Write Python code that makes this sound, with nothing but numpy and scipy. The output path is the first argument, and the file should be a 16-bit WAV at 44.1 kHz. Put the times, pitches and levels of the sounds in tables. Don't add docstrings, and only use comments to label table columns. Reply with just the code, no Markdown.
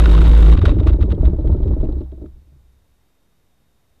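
import sys
import numpy as np
from scipy import signal
from scipy.fft import rfft, irfft
from scipy.io import wavfile
from scipy.ndimage import uniform_filter1d

SR = 44100
rng = np.random.default_rng(int(sys.argv[2]) if len(sys.argv) > 2 else 0)


def transcribe(signal):
    frames = np.atleast_2d(signal).T
    limited = np.clip(frames, -1, 1)
    pcm = np.round(limited * 32767).astype(np.int16)
    wavfile.write(sys.argv[1], SR, pcm)


def makeup_ratio(level_db):
    decades = np.asarray(level_db, float) / 20
    return 10 ** decades


N = 176400
t = np.arange(N) / SR
SHAKE_HZ, CUT_S = 54.5, 0.554


def unit(x):
    return x / np.sqrt(np.mean(x ** 2))


def band(x, hz, width_hz):
    return signal.lfilter(*signal.iirpeak(hz, hz / width_hz, fs=SR), x)


def walk(rate):
    k = int(SR / rate)
    steps = np.repeat(rng.standard_normal(N // k + 1), k)
    return unit(uniform_filter1d(uniform_filter1d(steps, k), k)[:N])


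def curve(rows):
    return makeup_ratio(np.interp(t, *np.array(rows).T))


def clicks(per_s, scatter_db):
    chosen = rng.random(N) < per_s / SR
    sign = rng.choice([-1, 1], N)
    return unit(chosen * sign * makeup_ratio(scatter_db * np.minimum(rng.exponential(size=N), 4)))


def strike(s, db, rise_s, t60):
    return np.exp(np.minimum(t - s, 0) / rise_s) * makeup_ratio(db - 60 * np.maximum(t - s, 0) / t60)


def rings(rows, t60, gain_db):
    out = np.zeros(N)
    for s, db, hz in rows:
        u = np.maximum(t - s, 0)
        fade = makeup_ratio(db + gain_db - 60 * np.minimum(u, .2) / t60) * (u < .2)
        out += fade * np.sin(2 * np.pi * hz * u) * np.minimum(u / .0014, 1)
    return out


def running():
    return np.clip((CUT_S - t) / 0.0013, 0, 1)


# [multiple of the turn, level/dB]
SHAKE_PARTIALS = [(1, -5.5), (2, -34), (3, -23), (9, -35.5), (11, -46)]
# [t/s, level/dB, lead/ms]
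MOUNT_SWING = [(0, -1, -.9), (.07, 1, .8), (.2, 0, -3.7), (.26, -2, -1.5), (.3, 1, 0), (.39, 1, .6),
               (.47, 2, -1.8), (.51, 2.5, -2), (.55, -1, -2.8)]


def shake():
    phase_s, jitter_s, wobble_db = .0068, 0.00025, 0.8
    turn = 2 * np.pi * SHAKE_HZ * (t - phase_s + jitter_s * walk(25))
    s, level_db, lead_ms = np.array(MOUNT_SWING).T
    lead = 2 * np.pi * SHAKE_HZ * uniform_filter1d(np.interp(t, s, lead_ms), size=900) / 1000
    gains = [np.sqrt(2) * makeup_ratio(db + wobble_db * walk(30)) for k, db in SHAKE_PARTIALS]
    swing = gains[0] * makeup_ratio(np.interp(t, s, level_db)) * np.cos(turn + lead)
    upper = sum(g * np.cos(k * turn) for g, (k, db) in zip(gains[1:], SHAKE_PARTIALS[1:]))
    return running() * (swing + upper)


# [t/s, level/dB]
AIRFRAME_SWAY = [(0, -19), (.54, -19), (.58, -25), (1.17, -22), (1.27, -19), (1.36, -24), (1.5, -22),
                 (1.85, -24), (2.0, -29), (2.1, -42), (2.3, -46), (2.45, -56), (2.55, -56), (3.0, -72),
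                 (4, -74)]
# [t/s, level/dB]
AIRFRAME_RING = [
    (1.86, -45),
    (1.91, -23),
    (2.0, -20),
    (2.08, -32),
    (2.33, -38.5),
    (2.4, -48.5),
    (2.55, -46.5),
    (2.6, -55),
    (2.9, -59),
    (3.05, -71),
]


def sway():
    def mode(hz, width_hz):
        return unit(band(band(rng.standard_normal(N), hz, width_hz), hz, 2 * width_hz))

    loose = mode(58.56, 20) + makeup_ratio(1.5) * mode(29, 16) + makeup_ratio(-6.5) * mode(107, 60)
    ring = signal.hilbert(mode(65, 9))
    steady_ring = ring.real / (.5 + abs(ring)) * 2
    return loose * curve(AIRFRAME_SWAY) + steady_ring * curve(AIRFRAME_RING)


# [f/Hz, level/dB per Hz]
HISS_SPECTRUM = [(25, -7), (62, -4.5), (170, -7.5), (500, -15.5), (1500, -23), (5000, -29.5), (9000, -32),
                 (14000, -31.5)]
# [f/Hz, level/dB]
CAMERA_WHINE = [(3705, -83), (11999, -89)]


def quiet():
    hz, level_db = np.array(HISS_SPECTRUM).T
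    f = np.arange(N // 2 + 1) * SR / N + 1
    colour = makeup_ratio(np.interp(np.log(f), np.log(hz), level_db))
    noise = irfft(rfft(rng.standard_normal(N)) * colour, N)
    whine = 0
    for hz, db in CAMERA_WHINE:
        whine = whine + np.sqrt(2) * makeup_ratio(db) * np.sin(2 * np.pi * hz * t + .6 * walk(150) + 1.5 * walk(40))
    return unit(noise) * makeup_ratio(-65) + whine + makeup_ratio(-62)


def crackle():
    fizz = .5 * rng.standard_normal(N) * makeup_ratio(3.0 * walk(240))
    sparks = running() * (clicks(690, 4.3) + fizz)
    return makeup_ratio(-47.5) * band(band(sparks, 6400, 8000), 4300, 10000)


# [t/s, level/dB, t60/s]
RATTLE_BURSTS = [(0.0004, -19.5, 0.082), (0.5704, -22, 0.043), (0.5884, -23, 0.04), (0.6158, -23.5, 0.12),
                 (0.6564, -16, 0.13), (0.694, -21, 0.077), (0.715, -32, 0.21), (0.7892, -26.5, 0.023),
                 (0.8006, -29, 0.044), (0.83, -28.5, 0.055), (0.8714, -18.5, 0.12), (0.9323, -24.5, 0.028),
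                 (1.0073, -31, 0.13), (1.0261, -24, 0.027), (1.104, -27.5, 0.084), (1.119, -31, 0.032),
                 (1.212, -40.5, 0.074), (1.2519, -28.5, 0.08), (1.294, -43.5, 0.055), (1.474, -35.5, 0.038),
                 (1.5234, -46, 0.044), (1.6317, -42, 0.04), (1.6746, -56, 0.024), (1.7225, -46, 0.05),
                 (1.8073, -52, 0.049), (1.8322, -47.5, 0.048), (1.8497, -53.5, 0.072), (1.922, -62, 0.046),
                 (2.011, -46.5, 0.045), (2.1181, -51, 0.034), (2.2603, -67, 0.047)]
# [t/s, level/dB, f/Hz]
RUN_KNOCKS = [(0.0433, -22, 1370), (0.0578, -11, 1470), (0.0832, -26, 1440), (0.0957, -19.5, 1150),
              (0.1191, -22.5, 923), (0.1376, -17, 1100), (0.1506, -19.5, 1000), (0.1775, -12.5, 1230),
              (0.2154, -16, 1440), (0.2498, -21.5, 902), (0.2688, -17, 920), (0.3022, -30, 977),
              (0.3376, -18.5, 902), (0.3606, -28, 980), (0.374, -22, 980), (0.3935, -26, 1006),
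              (0.41, -22.5, 1060), (0.4299, -22.5, 1280), (0.4494, -22.5, 1180), (0.4673, -24, 1140),
              (0.4858, -20, 1180), (0.5252, -17.5, 1150)]
# [t/s, level/dB, f/Hz]
COAST_IMPACTS = [(0.5682, -28.5, 1190), (0.5757, -22.5, 1100), (0.5912, -27, 1160), (0.6161, -21, 1200),
                 (0.654, -8.5, 1454), (0.6919, -21, 1080), (0.7158, -28.5, 1250), (0.7997, -24, 1020),
                 (0.871, -16, 1163), (0.8839, -27, 1198), (0.8945, -24, 1170), (0.9319, -28, 1180),
                 (1.0072, -32.5, 1200), (1.0257, -27, 1230), (1.1175, -24, 1250), (1.2716, -33, 1000),
                 (1.6809, -33.5, 990), (1.8092, -42, 1100), (1.8495, -39.5, 1050), (2.0146, -46, 1130),
                 (2.2595, -45.5, 1280)]
# [f/Hz, width/Hz, level/dB]
CASE_MODES = [(710, 500, -3), (1168, 240, 1.5), (1420, 250, -0.5), (2160, 830, -6), (2870, 660, -6),
              (3770, 200, -4), (4400, 600, -17), (6600, 9000, -39.5)]


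def rattle(motion):
    cycle = (.5 + .5 * np.cos(2 * np.pi * SHAKE_HZ * (t - .004))) ** 1.5
    env = running() * makeup_ratio(-36.5 + 1.0 * walk(78)) * (.55 + cycle)
    hits, bursts = np.zeros(N), 0
    knocks = list(RUN_KNOCKS) + list(COAST_IMPACTS)
    for s, db, hz in knocks:
        env = env + strike(s, db - 15.5, rise_s=0.0014, t60=.03)
        hits[int(s * SR)] = makeup_ratio(db + 7 - 4.0 * s)
    for s, db, t60 in RATTLE_BURSTS:
        u = t - s
        fall_db = 60 * (np.clip(u, 0, .3) / max(.6 * t60, .01)) ** 2
        bursts = bursts + np.exp(np.minimum(u, 0) / 0.005) * makeup_ratio(db - 15.5 - fall_db)
    dense = clicks(6000, 2.23)
    coarse = 0.37 * dense + 0.75 * clicks(900, 3.0)
    drive = 6 * makeup_ratio(0.95 * walk(250)) * (env * dense + bursts * coarse) + hits
    case = 0
    for k, (hz, width_hz, db) in enumerate(CASE_MODES):
        case = case + (-1) ** k * makeup_ratio(db) * band(drive, hz, width_hz)
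    grain = band(band(band(dense[::-1], 560, 500), 700, 800), 700, 800)
    buzz = abs(motion) * unit(grain)
    return case + rings(knocks, t60=.02, gain_db=-2.5) + makeup_ratio(-34) * buzz


# [t/s, level/dB, f/Hz]
LINKAGE_TICKS = [(0.9627, -45, 3820), (1.0567, -46, 3830), (1.1488, -44, 3230), (1.4083, -46, 3940),
                 (1.4749, -47, 3330), (1.5145, -47, 3870), (1.5677, -49, 3800), (1.6316, -45.5, 3280),
                 (1.654, -57, 3820), (1.675, -50.5, 3870), (1.8012, -57, 3220), (1.8089, -57, 3300),
                 (1.841, -59, 3270), (1.898, -56.5, 4550), (1.9227, -47, 4050), (1.9824, -54, 3810),
                 (2.007, -50, 4100), (2.0406, -56, 3260), (2.1175, -53, 3320), (2.2198, -60, 3920)]


def ticks(motion):
    env = makeup_ratio(-54.5 + 1.5 * walk(60)) * abs(motion)
    for s, db, hz in LINKAGE_TICKS:
        env = env + strike(s, db - 16.5, rise_s=.002, t60=0.03)
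    drive = env * clicks(4500, 1.8)
    metal = band(drive, 3800, 700) + 0.55 * band(drive, 3250, 240)
    return 5 * band(metal, 3700, 1400) + rings(LINKAGE_TICKS, t60=0.017, gain_db=-3.5)


# [t/s, level/dB]
COAST_PUFFS = [(0.582, -18.5), (0.635, -12.5), (0.676, -15.5), (0.717, -16), (0.763, -18), (0.81, -18),
               (0.859, -14.5), (0.899, -19.5), (0.941, -19), (0.986, -20), (1.034, -19.5), (1.078, -20),
               (1.125, -18), (1.177, -19), (1.229, -16), (1.276, -17.5), (1.33, -17.5), (1.384, -20),
               (1.406, -30), (1.442, -19.5), (1.466, -25), (1.494, -18), (1.544, -18.5), (1.6, -21),
               (1.624, -25.5), (1.656, -19), (1.68, -25), (1.705, -19.5), (1.765, -21.5), (1.806, -29.5),
               (1.83, -17), (1.852, -23), (1.887, -19.5), (1.928, -28.5), (1.966, -25.5)]
# [t/s, level/dB]
PROPELLER_ROCKS = [
    (2.006, -24.5),
    (2.122, -32),
    (2.177, -38),
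    (2.213, -31),
    (2.238, -27.5),
    (2.354, -53),
    (2.416, -62),
    (2.47, -58.5),
    (2.522, -54.5),
    (2.555, -58),
]
# [f/Hz, level/dB, t60/s]
SILENCER_MODES = [(111, -6, 0.12), (160, -9.5, 0.17), (200, -8.5, 0.1), (240, -8, 0.13),
                  (292.5, -3.5, 0.11), (318.4, -4, 0.13), (352.6, -4.5, 0.098), (376.5, -7, 0.082),
                  (423.4, -11.5, 0.11), (474, -14, 0.09), (599, -13.5, 0.098), (719, -21.5, 0.057),
                  (914, -25.5, 0.06), (1250, -29.5, 0.05)]
# [t/s, level/dB, f/Hz]
SETTLING_PARTS = [
    (2.125, -48, 640),
    (2.34, -50, 131),
    (2.52, -43, 140),
    (2.555, -51, 129),
]


def puffs():
    firing = [(s, -20.5) for s in np.arange(.004, CUT_S, 1 / SHAKE_HZ)]
    rows = np.array(firing + list(COAST_PUFFS) + list(PROPELLER_ROCKS))
    u = np.arange(int(.25 * SR)) / SR
    chance = rng.standard_normal((len(rows), len(SILENCER_MODES), 4))
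    out = np.zeros(N + len(u))
    for (s, db), puff_chance in zip(rows, chance):
        ring = 0
        for (hz, mode_db, t60), (level, pitch, phase, rise) in zip(SILENCER_MODES, puff_chance):
            tone = np.sin(2 * np.pi * hz * (1 + 0.038 * pitch) * u + 0.57 * phase)
            onset = 1 - np.exp(-(u / (0.0022 + hz / 500000 * abs(rise))) ** 2)
            ring = ring + makeup_ratio(mode_db + 2.2 * level) * tone * makeup_ratio(-60 * u / t60) * onset
        start = int(s * SR)
        out[start:start + len(u)] += makeup_ratio(db + 3.0) * ring / abs(ring).max()
    return out[:N] + rings(SETTLING_PARTS, t60=0.19, gain_db=-1.5)


# [t/s, level/dB, f/Hz]
COMPRESSION_THUMPS = [(0.585, -3, 76), (0.624, -4, 70), (0.635, -4.5, 80), (0.674, 0.5, 64),
                      (0.711, -2, 49), (0.756, -15, 79.4), (0.784, -7, 63), (0.8, -2.5, 80),
                      (0.837, -7.5, 55), (0.889, 2, 63.4), (0.933, -2, 54.7), (0.968, -11, 65.2),
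                      (1.011, -16, 70), (1.025, -1, 66), (1.118, -3, 68), (1.211, -2.5, 52),
                      (1.238, -32.5, 57), (1.256, -6, 62), (1.274, -2, 58), (1.302, -8.5, 59.3),
                      (1.472, -7, 44.4), (1.503, -8, 58), (1.534, -6.5, 74), (1.575, -13, 62.2),
                      (1.633, -9.5, 46.6), (1.693, -15.5, 77), (1.737, -7, 57.5), (1.805, -7.5, 49.3)]
# [t/s, level/dB]
MOUNT_REBOUNDS = [(0.573, -13), (0.767, -8.5), (0.854, -8.5), (0.919, -18), (.952, -15.5), (1.063, -9),
                  (1.102, -14), (1.154, -11), (1.319, -10.5), (1.391, -11.5), (1.457, -19.5), (1.521, -9.5),
                  (1.658, -10), (1.679, -11), (1.718, -11), (1.831, -16.5)]


def thumps():
    rise_turns, fall_turns, rebound_hz = 0.46, 0.39, 66
    out = np.zeros(N)
    for s, db, hz in list(COMPRESSION_THUMPS) + [(s, db, rebound_hz) for s, db in MOUNT_REBOUNDS]:
        u = (t - s) * hz
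        bell = np.exp(-.5 * (u / np.where(u < 0, rise_turns, fall_turns)) ** 2)
        crest = .17 * np.cos(2 * np.pi * 2.8 * u) * np.exp(-.5 * (u / 0.34) ** 2)
        out += makeup_ratio(db) * (np.cos(2 * np.pi * u) * bell + crest)
    return out


def scene():
    motion = shake() + sway() + thumps()
    return (quiet() + motion + crackle() + rattle(motion) + ticks(motion) + puffs())[None]


def top_cut(x):
    return signal.sosfilt(signal.butter(12, 14940, fs=SR, output="sos"), x)


def record(dry):
    ceiling = 1.1
    rounded = np.clip(ceiling * np.tanh(dry / ceiling), -1, 1)
    top = signal.butter(10, 14600, fs=SR, output="sos")
    mix = signal.sosfilt(top, rounded)
    return top_cut(mix)


dry = scene()
out = record(dry)
transcribe(out)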